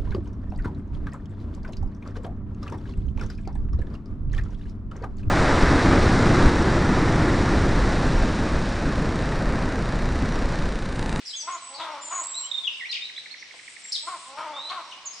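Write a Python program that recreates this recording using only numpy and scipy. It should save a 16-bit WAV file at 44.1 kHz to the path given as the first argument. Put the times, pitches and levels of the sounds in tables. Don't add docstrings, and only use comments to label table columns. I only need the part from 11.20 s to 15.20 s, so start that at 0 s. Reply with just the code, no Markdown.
import sys
import numpy as np
from scipy import signal
from scipy.fft import rfft, irfft
from scipy.io import wavfile

SR = 44100
rng = np.random.default_rng(int(sys.argv[2]) if len(sys.argv) > 2 else 0)


def digitize_waveform(pressure):
    field = np.atleast_2d(pressure).T
    bounded = np.clip(field, -1, 1)
    quanta = np.round(bounded * 32767).astype(np.int16)
    wavfile.write(sys.argv[1], SR, quanta)


N = 176400

# (start [s], length [s], top pitch [Hz], pitch sag [share], level [dB], roughness [0-1])
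HORNBILL_BARKS = [(0.269, 0.11, 371.1, 0.16, -32, 0.26), (0.585, .23, 328, 0.2, -34.5, 0.59),
                  (0.906, 0.126, 376, 0.18, -32.5, 0.37), (2.868, 0.105, 372, 0.18, -32.5, 0.25),
                  (3.167, .24, 324.5, .19, -35, 0.56), (3.495, 0.13, 378.3, 0.2, -33, 0.45)]
# (frequency [Hz], gain [dB])
THROAT_EQ = [(280, -16), (380, -27.5), (590, -4), (740, -13), (880, 2), (1100, 0.5), (1400, -10),
             (1750, -26.5), (1950, -13), (2250, -16), (2800, -34)]
# (frequency [Hz], gain [dB])
RASP_EQ = [(70, -28.5), (420, -21.5), (630, -13.5), (1280, 0.5), (1750, -13), (3000, -12), (8000, -38)]
# (start [s], length [s], first pitch [Hz], middle pitch [Hz], last pitch [Hz], level [dB], pan [dB])
SONG_NOTES = [(0.126, 0.04, 2944, 3380, 3410, -37, -3), (0.152, 0.093, 6840, 6080, 5600, -38, -1),
              (0.196, 0.029, 5050, 4764, 4630, -40.5, -1), (1.137, 0.06, 3710, 3966, 4240, -35, -1),
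              (1.228, 0.057, 2954, 3044, 3290, -43.5, 0), (1.314, 0.011, 3520, 3820, 3500, -26.5, -8),
              (1.342, 0.016, 3610, 3670, 3610, -27.5, -8), (1.375, 0.02, 3687, 3640, 3590, -32.5, -18),
              (1.432, 0.035, 3624, 3410, 3240, -33.5, 10), (1.469, 0.017, 3480, 2925, 2650, -24, 1),
              (1.595, 0.075, 2472, 1900, 2714, -36, -5), (1.69, 0.024, 4240, 4070, 4180, -34.5, -2),
              (1.805, 0.066, 3560, 3785, 4090, -36.5, 3.5), (1.96, 0.039, 3130, 3924, 3820, -36.5, -1),
              (2.103, 0.029, 3285, 4290, 4050, -45, -14), (3.33, 0.18, 3354, 3845, 4040, -39, -2),
              (3.854, 0.0312, 7390, 6590, 6350, -34, -2)]
# (start [s], length [s], first pitch [Hz], middle pitch [Hz], last pitch [Hz], level [dB])
BIRD_SQUEAKS = [(0.05, 0.073, 5190, 4820, 3530, -40.5), (0.536, 0.1, 4550, 3934, 3520, -43.5),
                (1.496, 0.056, 2984, 2850, 2680, -41.5), (1.713, 0.025, 5540, 3690, 2000, -29),
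                (1.743, 0.031, 3314, 2830, 1800, -34), (2.718, 0.015, 3100, 5400, 3370, -27.5),
                (2.732, 0.038, 5185, 4017, 3855, -30), (3.492, 0.012, 3470, 3715, 4400, -33.5),
                (3.71, 0.028, 4060, 2884, 2710, -44), (3.919, 0.093, 4820, 5500, 4200, -48.5)]
# (start [s], length [s], first pitch [Hz], middle pitch [Hz], last pitch [Hz], level [dB], pan [dB])
HIGH_WHISTLES = [(0.058, 0.31, 7480, 7880, 7700, -51, 0), (0.314, 0.05, 6860, 6680, 7750, -42.5, 0),
                 (0.4, 0.16, 8080, 7940, 8000, -48, -7), (0.808, 0.11, 7280, 7150, 7100, -41.5, 2.5),
                 (0.902, 0.13, 6920, 6800, 7090, -36.5, -2), (0.808, 0.32, 8280, 7890, 7680, -47.5, -2),
                 (0.986, 0.3, 7750, 7626, 7520, -37, -5), (2.633, 0.08, 7410, 7600, 7380, -44, 2),
                 (2.813, 0.033, 8030, 7870, 7770, -45, 1)]
# (start [s], centre [Hz], width [Hz], decay [s], level [dB])
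DRY_KNOCKS = [(1.037, 6200, 6800, 0.011, -38.5), (2.341, 740, 437, 0.013, -47)]
# (time [s], level [dB])
SIZZLE_RIDE = [(0, -60), (2.329, -66.5), (2.39, -52.5), (3.05, -51.5), (3.15, -59), (4, -68.5)]
# (frequency [Hz], gain [dB])
HUSH_EQ = [(30, -23.5), (206, -12), (1350, -10.5), (2210, -2.5), (4410, -5), (5650, -6.5), (6710, -13.5),
           (7780, -23.5), (11000, -30.5)]
# (frequency [Hz], side gain [dB])
HUSH_WIDTH = [(500, -8.5), (2500, -2.5)]

BARK_ATTACK_S, ROUGH_SWELL_S, BARK_RELEASE_S, BARK_FADE_DB = 0.008, 0.028, 0.02, 7.5
SCOOP_S, SCOOP_DEPTH, SAG_CURVE = 0.03567, 0.1402, 1.4
ROUGH_DECAY_S, JITTER, RASP_DB = 0.12, 0.062, -1.5
GROAN_LENGTH, GROAN_PITCH = 0.49, 0.84
GROAN_RISE, GROAN_DB = 0.117, -7.5
TRILL_START_S, CHIP_GAP_S, CHIP_SLOWING_S = 1.894, 0.0812, 0.00031
CHIP_S, CHIP_HZ, CHIP_DB = 0.0106, (2445, 2008, 1510), -39
TWITTER_HZ, TWITTER_S, TWITTER_BEND, TWITTER_DB = (2800, 6200), 0.035, 0.08, -56
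BUZZ_START_S, BUZZ_EVERY_S, BUZZ_S, BUZZ_HZ, BUZZ_DB = 0.175, 0.49, 0.15, 5600, -54.5


def hornbill():
    out = np.zeros((2, N))
    for start, length, top_hz, sag, db, rough in HORNBILL_BARKS:
        t = np.arange(int(length * SR)) / SR
        scoop = SCOOP_DEPTH * np.clip(1 - t / SCOOP_S, 0, 1) ** 2
        spent = np.maximum(t - SCOOP_S, 0) / (length - SCOOP_S)
        hz = top_hz * (1 - scoop - sag * spent ** SAG_CURVE)
        swell = gate(t, BARK_ATTACK_S + rough * ROUGH_SWELL_S, BARK_RELEASE_S)
        fade = undb(db - BARK_FADE_DB * t / length)
        grit = rough * (0.5 + np.exp(-t / ROUGH_DECAY_S))
        add(out, start, swell * fade * throat(hz, grit), pan_db=3)
        lead_s = GROAN_LENGTH * length
        lead_in = rough * undb(db + GROAN_DB) * groan(lead_s, GROAN_PITCH * top_hz)
        add(out, start + BARK_ATTACK_S - lead_s, lead_in)
    return forest(out, near_db=-5, near_s=0.046, far_db=-7, far_t60=1.92, spread=0.16)


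def throat(hz, rough):
    n = len(hz)
    shaken_hz = hz * (1 + rough * JITTER * band(n, 0, 211.4))
    phase = 2 * np.pi * np.cumsum(shaken_hz) / SR
    lags = rng.uniform(0, 2 * np.pi, size=10)
    voiced = sum(gain_at(THROAT_EQ, k * hz) * np.cos(k * phase + lag) for k, lag in enumerate(lags, 1))
    rasp = unit(colour(rng.standard_normal(n) * (1 + np.cos(phase)), RASP_EQ))
    shudder = 1 + rough * band(n, 69, 120) / 2
    return unit(voiced) * shudder + rough * undb(RASP_DB) * rasp


def groan(length, centre_hz):
    t = np.arange(int(length * SR)) / SR
    voice = throat(centre_hz * (1 + GROAN_RISE * (t / length - 0.5)), rough=0.24)
    muffled = unit(colour(voice, [(850, -11.5), (1150, -21)]))
    return gate(t, length / 2, BARK_ATTACK_S) * muffled


def songbirds():
    out = twitter()
    for start, length, *pitches, db, pan_db in SONG_NOTES:
        note = glide(length, pitches, waver=0.011, flutter=0.25, attack=0.24, release=0.17)
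        add(out, start, undb(db) * note, pan_db)
    return forest(out, near_db=-1.5, near_s=0.028, far_db=-7, far_t60=1.0, spread=1.05)


def glide(length, pitches, waver, flutter, attack, release):
    t = np.arange(int(length * SR)) / SR
    contour_hz = np.polyval(np.polyfit([0, 0.5, 1], pitches, 2), t / length)
    hz = contour_hz * (1 + waver * band(len(t), 0, 400))
    phase = 2 * np.pi * np.cumsum(hz) / SR
    tone = np.sin(phase) + undb(-28) * np.sin(2 * phase)
    tremolo = np.exp(flutter * band(len(t), 71, 170))
    return unit(tone * tremolo) * gate(t, attack * length, release * length)


def squeaks():
    out = np.zeros((2, N))
    for start, length, *pitches, db in BIRD_SQUEAKS:
        tone = glide(length, pitches, waver=0.06, flutter=0.5, attack=0.095, release=0.13)
        swell = gate(np.arange(len(tone)) / SR, attack_s=0.006, release_s=0.004)
        envelope = np.abs(signal.hilbert(tone))
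        scratch = envelope * band(len(tone), 1.4 * pitches[1], 4000)
        add(out, start, undb(db) * swell * (tone + undb(-18.5) * scratch))
    thinned = colour(out, [(1200, -26), (2300, 0)])
    return forest(thinned, near_db=3.5, near_s=0.032, far_db=-4, far_t60=0.79, spread=1.06)


def whistles():
    out = np.zeros((2, N))
    for start, length, *pitches, db, pan_db in HIGH_WHISTLES:
        whistle = glide(length, pitches, waver=0.00805, flutter=0.33, attack=0.17, release=0.13)
        add(out, start, undb(db) * whistle, pan_db)
    return forest(out, near_db=-5, near_s=0.019, far_db=-17, far_t60=0.7, spread=0.5)


def trill(count=10):
    out = np.zeros((2, N))
    for k in range(count):
        start = TRILL_START_S + CHIP_GAP_S * k + CHIP_SLOWING_S * k ** 2
        chip = glide(CHIP_S, CHIP_HZ, waver=0, flutter=0, attack=0.25, release=0.8)
        add(out, start, undb(CHIP_DB + rng.normal()) * chip, pan_db=-4.5)
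    return forest(out, near_db=-12, near_s=0.04, far_db=-3, far_t60=0.9, spread=0.9)


def knocks():
    out, t = np.zeros((2, N)), np.arange(SR // 10) / SR
    for start, hz, width_hz, decay_s, db in DRY_KNOCKS:
        add(out, start, undb(db) * np.exp(-t / decay_s) * band(len(t), hz, width_hz))
    return out


def insects():
    out, t = np.zeros((2, N)), np.arange(int(BUZZ_S * SR)) / SR
    swell = gate(t, BUZZ_S / 2, BUZZ_S / 2)
    for start in np.arange(BUZZ_START_S, N / SR, BUZZ_EVERY_S):
        add(out, start, undb(BUZZ_DB) * swell * band(len(t), BUZZ_HZ, 150))
    ride_db = np.interp(np.arange(N) / SR, *np.array(SIZZLE_RIDE).T)
    flicker_db = 3 * band(N, 0, 30)
    add(out, 0, undb(ride_db + flicker_db) * band(N, 8040, 1880))
    return out


def twitter(count=36):
    out = np.zeros((2, N))
    for when, height, bend in rng.random((count, 3)):
        centre_hz = np.interp(height, [0, 1], TWITTER_HZ)
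        slide = TWITTER_BEND * (2 * bend - 1)
        pitches = centre_hz * np.array([1 - slide, 1, 1 + slide])
        chirp = glide(TWITTER_S, pitches, waver=0.02, flutter=0.5, attack=0.5, release=0.5)
        add(out, when * N / SR, undb(TWITTER_DB) * chirp)
    return out


def hush(level_db=-48.5):
    mid, side = colour(rng.standard_normal((2, N)), HUSH_EQ)
    side = colour(side, HUSH_WIDTH)
    swell_db = 0.2 * band(N, 0, 2.3)
    return undb(level_db + swell_db) * unit(np.array([mid + side, mid - side]))


def forest(x, near_db, near_s, far_db, far_t60, spread):
    t = np.arange(SR) / SR
    mid, side = rng.standard_normal((2, SR))
    trunks = np.exp(-t / near_s) * (rng.random(SR) < 0.02) * (t > 0.002)
    tail = undb(-60 * t / far_t60) * (1 - np.exp(-t / 0.03))
    decay = (undb(near_db) * unit(trunks) + undb(far_db) * unit(tail)) / np.sqrt(SR * (1 + spread ** 2))
    impulse = decay * np.array([mid + spread * side, mid - spread * side])
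    return x + signal.fftconvolve(x.mean(axis=0)[None], impulse, axes=1)[:, :N]


def undb(db):
    return 10 ** (np.asarray(db) / 20)


def unit(x):
    return x / np.sqrt(np.mean(x ** 2) + 1e-20)


def gain_at(points, hz):
    f, db = np.array(points, float).T
    return undb(np.interp(np.log(hz + 1), np.log(f), db))


def colour(x, points):
    return irfft(rfft(x) * gain_at(points, np.fft.rfftfreq(x.shape[-1], 1 / SR)), x.shape[-1])


def band(n, hz, width_hz):
    f = np.fft.rfftfreq(n + 8192, 1 / SR)
    bell = np.exp(-2 * ((f - hz) / width_hz) ** 2)
    return unit(irfft(rfft(rng.standard_normal(2 * len(f) - 2)) * bell))[:n]


def gate(t, attack_s, release_s):
    fade_in = np.sin(np.pi / 2 * np.clip(t / attack_s, 0, 1))
    fade_out = np.sin(np.pi / 2 * np.clip((t[-1] - t) / release_s, 0, 1))
    return fade_in * fade_out


def add(out, start, x, pan_db=0):
    i = max(int(start * SR), 0)
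    x = x[:max(N - i, 0)]
    out[:, i:i + len(x)] += x * undb(np.array([[pan_db], [-pan_db]]) / 2)


def scene():
    return hornbill() + songbirds() + trill() + squeaks() + whistles() + insects() + knocks() + hush()


def record(dry):
    top_hz = 11050
    return signal.sosfilt(signal.ellip(10, 0.2, 80, top_hz, fs=SR, output="sos"), dry)


dry = scene()
out = record(dry)
digitize_waveform(out)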